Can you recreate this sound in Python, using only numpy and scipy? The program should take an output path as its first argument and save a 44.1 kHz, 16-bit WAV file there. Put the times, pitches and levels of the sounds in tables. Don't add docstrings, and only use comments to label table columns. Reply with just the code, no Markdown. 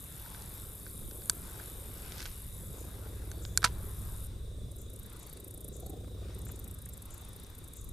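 import sys
import numpy as np
from scipy import signal
from scipy.fft import rfft, irfft, next_fast_len
from scipy.io import wavfile
from scipy.ndimage import uniform_filter1d

SR = 44100
rng = np.random.default_rng(int(sys.argv[2]) if len(sys.argv) > 2 else 0)


def dump(signal):
    limited = np.clip(np.atleast_2d(signal).T, -1, 1)
    pcm = np.round(limited * 32767).astype(np.int16)
    wavfile.write(sys.argv[1], SR, pcm)


def field_ratio(decibels):
    return 10 ** (np.asarray(decibels, dtype=float) / 20)


N = 349618
T = np.arange(N) / SR


def evened(x):
    return x / np.sqrt(np.mean(x ** 2) + 1e-20)


def read(points, hz):
    f, value = np.transpose(points)
    return np.interp(np.log(hz + 1), np.log(f + 1), value)


def curve(rows, axis=1):
    return np.interp(T, np.array(rows)[:, 0], np.array(rows)[:, axis])


def swells(rows, rest_db):
    power = field_ratio(2 * rest_db)
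    power = power + sum(field_ratio(2 * db) * np.exp(-((T - s) / spread) ** 2) for s, spread, db in rows)
    return np.sqrt(power)


def wander(width):
    return evened(uniform_filter1d(rng.standard_normal(N), size=width))


def add(mix, s, sound):
    part = mix[..., round(s * SR):][..., :sound.shape[-1]]
    part += sound[..., :part.shape[-1]]


def panned(x, db):
    return x * field_ratio(np.array([[db / 2], [-db / 2]]))


# (frequency [Hz], left-right likeness [1 = same])
LIKENESS = [(60, 1), (150, 0.74), (380, 0.94), (950, 0.57), (2380, 0.31), (5980, 0.75), (15000, 0.26)]


def noise(spectrum, patchy_db):
    hz = np.fft.rfftfreq(1024, 1 / SR)
    a, b, c, d, patches = rng.standard_normal((N // 256 + 5, 513, 5)).T
    patches = uniform_filter1d(patches, size=8, axis=0)
    patches = evened(uniform_filter1d(patches, size=14, axis=1))
    same = np.clip(read(LIKENESS, hz), -1, 1)[:, None]
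    left = a + 1j * b
    right = same * left + np.sqrt(1 - same ** 2) * (c + 1j * d)
    z = np.array([left, right]) * field_ratio(read(spectrum, hz)[:, None] + patchy_db * patches)
    return evened(signal.istft(z, nperseg=1024, noverlap=768)[1][:, :N])


def rasp(resonances, drift_db=1.84):
    out = np.zeros(N)
    for hz, width, db in resonances:
        b, a = signal.iirpeak(hz, hz / width, SR)
        band = signal.lfilter(b, a, signal.lfilter(b, a, rng.standard_normal(N)))
        out += field_ratio(db + drift_db * wander(SR // 8)) * evened(band)
    return evened(out)


# (frequency [Hz], relative level [dB per Hz])
CHORUS_COLOUR = [(470, -34), (800, -14), (1100, 0.5), (2500, -28), (3150, -22), (3450, 4.5), (3900, 4.5),
                 (4250, -24), (5050, -19), (7450, -9), (8900, -1), (9500, -2), (10300, -12.5), (12800, -8),
                 (15000, -24), (16000, -39.5)]


def far_chorus():
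    return field_ratio(-61.5) * noise(CHORUS_COLOUR, patchy_db=1.8)


# (time [s], cycles per second [Hz])
ENGINE_SPEED = [(0, 14.25), (2, 14.16), (4.5, 14.12), (5.5, 14.01), (7.93, 13.91)]
# (multiple of the cycle [-], relative level [dB])
EXHAUST_ORDERS = [(2, -19), (3, -15), (4, 0), (5, -3), (6, -3.5), (7, -2), (8, -9), (9, -5), (11, -12.5),
                  (12, -13.5), (13, -11.5), (14, -20.5)]
# (time [s], relative level [dB])
CARRY_OVER_FIELD = [(0, -54), (2.85, -50), (3.1, -46.5), (3.65, -43), (4.7, -47.5), (5.3, -56.5),
                    (5.75, -49.5), (6.3, -45), (6.9, -52.5), (7.93, -55)]
# (time [s], relative level [dB])
ROAR_LEVEL = [(0, -62.5), (.7, -59), (1.5, -57.5), (2.15, -58), (2.35, -62.5), (2.76, -56), (3.82, -56.5),
              (4.25, -60), (4.65, -57), (5.2, -60), (5.87, -54), (6.47, -57), (6.8, -60.5), (7.93, -62)]
# (frequency [Hz], relative level [dB per Hz])
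ROAR_COLOUR = [(200, -27), (290, -0.5), (360, 1.5), (450, 0.5), (600, -6.5), (760, -20), (1000, -35.5)]
# (frequency [Hz], relative level [dB per Hz])
UPPER_ROAR_COLOUR = [(450, -28), (620, 1), (780, -5.5), (1000, -28.5)]
# (frequency [Hz], relative level [dB per Hz])
RUMBLE_COLOUR = [(40, -21), (70, 1), (120, 0), (190, -4), (260, -10), (400, -37)]


def engine():
    first_turn = 0.254
    carry_mid_db = -47.5
    steeper = 0.04
    turns = first_turn + np.cumsum(curve(ENGINE_SPEED)) / SR
    carry = curve(CARRY_OVER_FIELD) - carry_mid_db
    tones = np.zeros(N)
    for k, db in EXHAUST_ORDERS:
        drift = wander(SR // 2)
        own_db = db + 0.38 * drift if k in (4, 5, 7) else db - 6.5 + 2.0 * drift
        lag = 1.45 + 0.4496 * (k - 5) ** 2 + 0.19 * drift
        level_db = carry_mid_db + carry * (1 + steeper * (min(k, 7) - 4)) + own_db - 0.5
        tones += np.sqrt(2) * field_ratio(level_db) * np.cos(2 * np.pi * k * turns - lag)

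    roar_db = curve(ROAR_LEVEL)
    clear = field_ratio(roar_db - roar_db.max())
    puffs = 0.4 + clear * np.sin(2 * np.pi * (turns + 0.05)) ** 4
    upper = 0.42 * clear ** 3 * noise(UPPER_ROAR_COLOUR, patchy_db=7.0)
    roar = evened((noise(ROAR_COLOUR, patchy_db=1.0) + upper) * puffs) * field_ratio(roar_db + 0.78)
    rumble = noise(RUMBLE_COLOUR, patchy_db=2.5) * field_ratio(-52 + 0.11 * carry)
    return panned(tones, -0.2) + roar + rumble


# (time [s], wing cycles per second [Hz])
WING_SPEED = [(0, 50.92), (.8, 50.12), (1.6, 49.85), (2.5, 49.25), (3.85, 48.84), (4.27, 47.4)]
# (time [s], relative level [dB])
BUZZ_EFFORT = [(0, -53), (1.4, -51.5), (2.1, -53.5), (2.82, -54.5), (3.0, -58.5), (3.45, -59.5), (3.8, -59),
               (3.84, -54), (4.27, -54)]
# (time [s], nominal gap [s], relative level [dB])
SINGLE_STROKES = [(4.715, 0.047, -41.5), (4.785, 0.03, -43), (4.899, 0.036, -39.5), (4.9602, 0.033, -38.5),
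                  (5.031, 0.031, -40), (5.0984, .0316, -42), (5.165, .0305, -40), (5.2286, 0.039, -40),
                  (5.296, 0.035, -39), (5.371, 0.031, -38.5), (5.4437, 0.035, -38), (5.5084, 0.034, -38.5),
                  (5.577, 0.032, -37.5), (5.645, 0.037, -37.5), (5.7656, 0.036, -38.5),
                  (5.8636, 0.035, -38.5), (6.3465, 0.041, -42.5), (6.417, 0.036, -40),
                  (6.485, 0.032, -39.5), (6.5592, 0.035, -39), (6.6424, 0.037, -38.5), (6.711, .0325, -38),
                  (6.787, .0325, -39.5), (6.8563, 0.035, -37), (6.936, 0.037, -38.5), (7.022, 0.034, -38.5),
                  (7.105, 0.038, -41.5), (7.179, 0.035, -39), (7.249, 0.037, -40), (7.3323, 0.031, -41),
                  (7.3987, .0364, -42), (7.466, 0.034, -43.5), (7.5503, 0.034, -42), (7.642, 0.038, -41),
                  (7.734, 0.032, -39), (7.8126, 0.032, -40), (7.89, 0.038, -39)]
# (frequency [Hz], width of one pass [Hz], relative level [dB])
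SHORT_STROKE_WING = [(7230, 1200, -6), (7900, 630, -4), (8890, 520, -0.5), (9850, 500, 1),
                     (10500, 380, -0.5), (11700, 870, 1)]
# (frequency [Hz], width of one pass [Hz], relative level [dB])
LONG_STROKE_WING = [(9750, 600, -8), (11280, 360, -4), (12020, 350, -0.5), (12670, 430, -6),
                    (13130, 560, -7), (14400, 600, -14)]


def katydid():
    cycle = (0.53 + np.cumsum(curve(WING_SPEED)) / SR) % 1
    long_shape = np.where(cycle < 0.67, field_ratio(-9.0 * (1.5 - cycle / 0.48)), 0.25)
    short_shape = 0.46 + np.exp(-((cycle - 0.9) / 0.071) ** 2)
    short_shape += 0.18 * np.exp(-((cycle - 0.62) / 0.063) ** 2)
    effort = field_ratio(curve(BUZZ_EFFORT) - 2.0) * (T < BUZZ_EFFORT[-1][0])
    high, low = 2.0 * long_shape * effort, 1.86 * short_shape * effort

    u = np.linspace(0, 1, round(0.012 * SR))
    hitch = 1.3 - 0.42 * np.exp(-((u - 0.42) / 0.11) ** 2)
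    hitch *= signal.windows.tukey(len(u), 0.5)
    for s, gap, db in SINGLE_STROKES:
        add(low, s - 0.0048, field_ratio(db - 9.0) * np.hanning(round(0.014 * SR)))
        stroke = field_ratio(db - 14.0) * hitch
        add(high, s + gap - 0.004, stroke)
        add(low, s + gap - 0.004, 0.73 * stroke)

    teeth = field_ratio(2.0 * wander(40))
    high = high * evened(teeth * rasp(LONG_STROKE_WING))
    low = low * evened(teeth * rasp(SHORT_STROKE_WING))
    top = signal.sosfiltfilt(signal.butter(4, 11300, "highpass", fs=SR, output="sos"), high)
    shifted = 0.64 * np.pad(top, (1, 0))[:N]
    return panned(low, 1.0) + panned(high, 4.0) + np.array([shifted, -shifted])


# (time [s], spread [s], level [dB])
WIND_GUSTS = [(.24, 0.058, -54), (.66, 0.056, -49), (1.06, 0.032, -38.5), (2.3, 1, -53.5), (4.1, 0.55, -46),
              (7.11, 0.035, -43), (7.9, 0.073, -40)]


def wind():
    low = signal.butter(2, [16, 42], "bandpass", fs=SR, output="sos")
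    common, own = signal.sosfilt(low, rng.standard_normal((2, N)))
    pressure = evened(np.array([common + 0.066 * own, common - 0.3 * own]))
    return swells(WIND_GUSTS, rest_db=-57) * pressure


# (time [s], spread [s], relative level [dB], bright part against the dull [dB])
HANDLING_MOVES = [(.35, 0.29, -59.5, -3.5), (1.05, 0.41, -67, -2.5), (1.6, 0.24, -58, -5.5),
                  (2.1, 0.19, -58, -3), (3.0, 0.43, -62, -5), (3.8, 0.2, -60, -10),
                  (4.12, 0.19, -62.5, -4.5), (5.23, 0.17, -63.5, -3), (6.31, 0.084, -64, -2),
                  (6.55, 0.18, -67.5, -3.5), (7.3, 0.35, -63.5, -5)]
# (frequency [Hz], relative level [dB per Hz])
DULL_COLOUR = [(600, -7.5), (900, -5), (1500, -5.5), (2100, -16.5), (3000, -22.5)]
# (frequency [Hz], relative level [dB per Hz])
BRIGHT_COLOUR = [(1300, -14), (2000, 0.5), (3000, -2), (5000, -2), (8000, -12), (11000, -29)]
# (time [s], rise constant [s], fall constant [s], level [dB])
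LINE_SLIDES = [(2.21, 0.073, 0.1, -53), (3.65, 0.004, 0.013, -32), (3.63, 0.0036, 0.0087, -46.5)]


def rustle():
    still_db, trim = -78, field_ratio(2.0)
    grains = field_ratio(1.5 * wander(120))
    dull = evened(noise(DULL_COLOUR, patchy_db=2.5) * grains)
    bright = evened(noise(BRIGHT_COLOUR, patchy_db=2.0) * grains)
    dull_moves = [(s, spread, db) for s, spread, db, _ in HANDLING_MOVES]
    bright_moves = [(s, spread, db + bright_db) for s, spread, db, bright_db in HANDLING_MOVES]
    slides = np.zeros(N)
    for s, rise, fall, db in LINE_SLIDES:
        slides += field_ratio(db) * np.exp(-abs(T - s) / np.where(T < s, rise, fall))
    catches = evened(field_ratio(4.7 * wander(50)))
    dull_gain = trim * swells(dull_moves, still_db)
    bright_gain = trim * swells(bright_moves, still_db) + slides * catches
    return panned(dull * dull_gain, 4.9) + panned(bright, 2.1) * bright_gain


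# (time [s], relative crack level [dB], relative body level [dB],
# brightness [about dB per octave], deep modes against the rest of the body [dB])
REEL_BLOWS = [(0.2604, -60, -52, -5, -22), (0.3464, -42.5, -48, -9, -16), (0.422, -40, -63, 5, -23),
              (0.8647, -47, -47.5, -3, -25), (1.111, -40.5, -57, 6, -19), (1.2204, -47, -58, -7, -18),
              (1.2968, -10.5, -33.5, 8.5, -9), (1.3, -27, -54, 3, -14), (1.598, -52, -45.5, -6, -11),
              (2.121, -33, -61, -10.5, -24), (2.181, -37, -61, -3, -20), (2.1928, -37, -52, -5, -18),
              (2.1982, -38, -54, -2, -18), (2.205, -31.5, -52, -8.5, -19), (2.218, -39, -52, -4, -19),
              (2.2269, -32, -51, -5, -18), (2.2556, -31, -48, -9, -17), (2.261, -33, -46, -7, -19),
              (3.3153, -34.5, -49, 5, -18), (3.451, -34.5, -48.5, -7, -12), (3.5745, -10.5, -29, 6.5, -24),
              (3.6202, -40, -46, -3, -11), (3.6292, -33, -35, 1, -4), (3.6413, -17.5, -25, -2, -7.5),
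              (3.6435, -14.5, -21, 0.5, -0.5), (3.6464, -13, -36, -4, -22), (3.6497, -17.5, -29, 4, -19),
              (3.653, -25, -40, -8.5, -8), (3.657, -26, -37, 1, -9), (3.659, -31, -39, -7, 4),
              (3.674, -41, -46, 2, -4)]
# (frequency [Hz], relative level [dB per Hz])
CRACK_COLOUR = [(900, -19), (2500, -7.5), (3600, 6), (6300, 5), (9300, -0.5), (11500, -2.5), (14000, -21),
                (16000, -38)]
# (frequency [Hz], relative level [dB], 60 dB decay [s])
HOUSING_MODES = [(163, -14, 0.07), (667, -15, 0.043), (984, -13, 0.089), (1350, 9, 0.012),
                 (1520, 3.5, 0.015), (2310, -12.5, 0.02)]
# (nominal frequency [Hz], relative level [dB], 60 dB decay [s])
WIRE_MODES = [(4450, 5, 0.018), (5540, -8, 0.016), (6200, -3, 0.018), (7840, -9, 0.021)]
# (frequency [Hz], left-right level [dB])
HOUSING_SHADE = [(800, -2), (2500, -7), (5000, -1.5), (9000, -2.5), (14000, 2)]


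def reel():
    detune = 0.015
    out, t = np.zeros((2, N)), T[:SR // 10]
    hz = np.fft.rfftfreq(len(t), 1 / SR)
    rise = np.minimum(t / 0.00045, 1) ** 2
    swing = np.sin(np.pi / 2 * np.minimum(t / 0.0016, 1)) ** 2
    for s, crack_db, body_db, tilt_db, deep_db in REEL_BLOWS:
        tone = lambda f: tilt_db * np.log2(f / 4500 + 0.11)
        hiss = rfft(rng.standard_normal((3, len(t)))) * field_ratio(read(CRACK_COLOUR, hz) + tone(hz))
        hiss = irfft(hiss, len(t))
        snap, rattle, stray = hiss / np.std(hiss)
        crack = snap * field_ratio(-60 * t / 0.0053) + rattle * field_ratio(-18.5 - 60 * t / 0.021)

        wire = np.zeros(len(t))
        for f, db, t60 in WIRE_MODES:
            own_hz = f * (1 + detune * rng.standard_normal())
            ring = np.sin(2 * np.pi * (own_hz * t + rng.random()))
            wire += field_ratio(db + tone(f) - 60 * t / t60) * ring
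        body = np.zeros(len(t))
        for f, db, t60 in HOUSING_MODES:
            mode_db = db + deep_db * (f < 1430)
            body += field_ratio(mode_db - 60 * t / t60) * np.sin(2 * np.pi * f * t)

        sideways = field_ratio(crack_db - 9.5) * stray * field_ratio(-60 * t / 0.007)
        sideways = sideways * np.array([[1], [-1]])
        struck = field_ratio(crack_db + 3.5) * (crack + field_ratio(-22.5) * wire)
        add(out, s, rise * (struck + sideways) + field_ratio(body_db + 7.5) * body * swing)
    size = next_fast_len(N)
    shade_db = read(HOUSING_SHADE, np.fft.rfftfreq(size, 1 / SR)) / 2
    return irfft(rfft(out, size) * field_ratio(np.array([shade_db, -shade_db])), size)[:, :N]


# (time [s], relative level [dB])
INSECT_CHIPS = [(2.77, -50), (3.4211, -47), (4.0113, -62), (4.783, -50.5), (5.1984, -50.5), (5.7239, -47.5),
                (6.457, -48.5), (7.1043, -51), (7.7563, -49)]
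# (time [s], relative level [dB], pulses [count])
CRICKET_TRILLS = [(.81, -62, 6), (3.33, -62, 5), (5.255, -63.5, 7)]


def other_insects():
    front, tail, trills = np.zeros(N), np.zeros(N), np.zeros(N)
    t = T[:SR // 5]
    throb = (t < 0.045) * (0.5 + 0.5 * np.cos(2 * np.pi * 95 * t) ** 2)
    for s, db in INSECT_CHIPS:
        add(front, s, field_ratio(db - 10.5) * throb)
        add(tail, s, field_ratio(db - 12.5 - 60 * t / 0.7) * np.minimum(t / 0.016, 1))
    pulse = np.sin(2 * np.pi * 4490 * T[:500]) * (0.4 + 0.6 * np.hanning(500))
    for s, db, count in CRICKET_TRILLS:
        for k in range(count):
            add(trills, s + 0.0185 * k, field_ratio(db + 2.5 * rng.standard_normal()) * pulse)
    chips = front * rasp([(7360, 1400, 0)]) + tail * rasp([(6940, 1500, 0)])
    return panned(chips, 9.7) + panned(trills, 1.5)


# (time [s], level [dB], tuning [Hz])
LINE_TICKS = [(2.3153, -47, 4700), (5.1188, -47, 2400), (5.3737, -48, 3200), (7.28, -51, 4000),
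              (7.447, -49, 5500)]


def ticks():
    out, t = np.zeros(N), T[:SR // 50]
    for s, db, hz in LINE_TICKS:
        band = signal.butter(2, [hz / 1.6, hz * 1.26], "bandpass", fs=SR, output="sos")
        puff = evened(signal.sosfilt(band, rng.standard_normal(len(t))))
        add(out, s, field_ratio(db - 60 * t / 0.0089) * puff)
    return panned(out, 3.2)


# (time [s], level [dB])
GRIP_KNOCKS = [(6.0444, -50.5), (6.079, -53), (6.304, -51), (6.467, -49), (6.4915, -44), (6.498, -45),
               (6.667, -50), (6.8633, -52)]
# (frequency [Hz], relative level [dB per Hz])
CORK_COLOUR = [(500, -21), (900, 7), (1500, 3), (2600, -7), (3600, -15), (6000, -45)]


def grip():
    cork_t60 = 0.016
    out, t = np.zeros(N), T[:SR // 20]
    hz = np.fft.rfftfreq(len(t), 1 / SR)
    for s, db in GRIP_KNOCKS:
        thud = irfft(rfft(rng.standard_normal(len(t))) * field_ratio(read(CORK_COLOUR, hz)), len(t))
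        add(out, s, field_ratio(db - 60 * t / cork_t60) * np.minimum(t / 0.00098, 1) * evened(thud))
    return panned(out, 6.5)


# time [s], length [s], level [dB], start pitch [Hz], end pitch [Hz]
BIRD_CHIRP = (6.918, .034, -51, 7750, 7250)


def bird():
    s, length, db, from_hz, to_hz = BIRD_CHIRP
    out, hz = np.zeros(N), np.linspace(from_hz, to_hz, round(length * SR))
    add(out, s, field_ratio(db) * np.hanning(len(hz)) * np.sin(2 * np.pi * np.cumsum(hz) / SR))
    return panned(out, 1.5)


def scene():
    background = far_chorus() + engine() + katydid() + wind()
    handling = rustle() + reel() + ticks() + grip()
    return background + handling + other_insects() + bird()


def band_limit(x):
    return signal.sosfilt(signal.butter(12, 16830, fs=SR, output="sos"), x)


def record(dry):
    edge = signal.firwin(255, 15500, window=("kaiser", 7), fs=SR)
    mix = signal.oaconvolve(dry, edge[None], "same")
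    return band_limit(mix)


dry = scene()
out = record(dry)
dump(out)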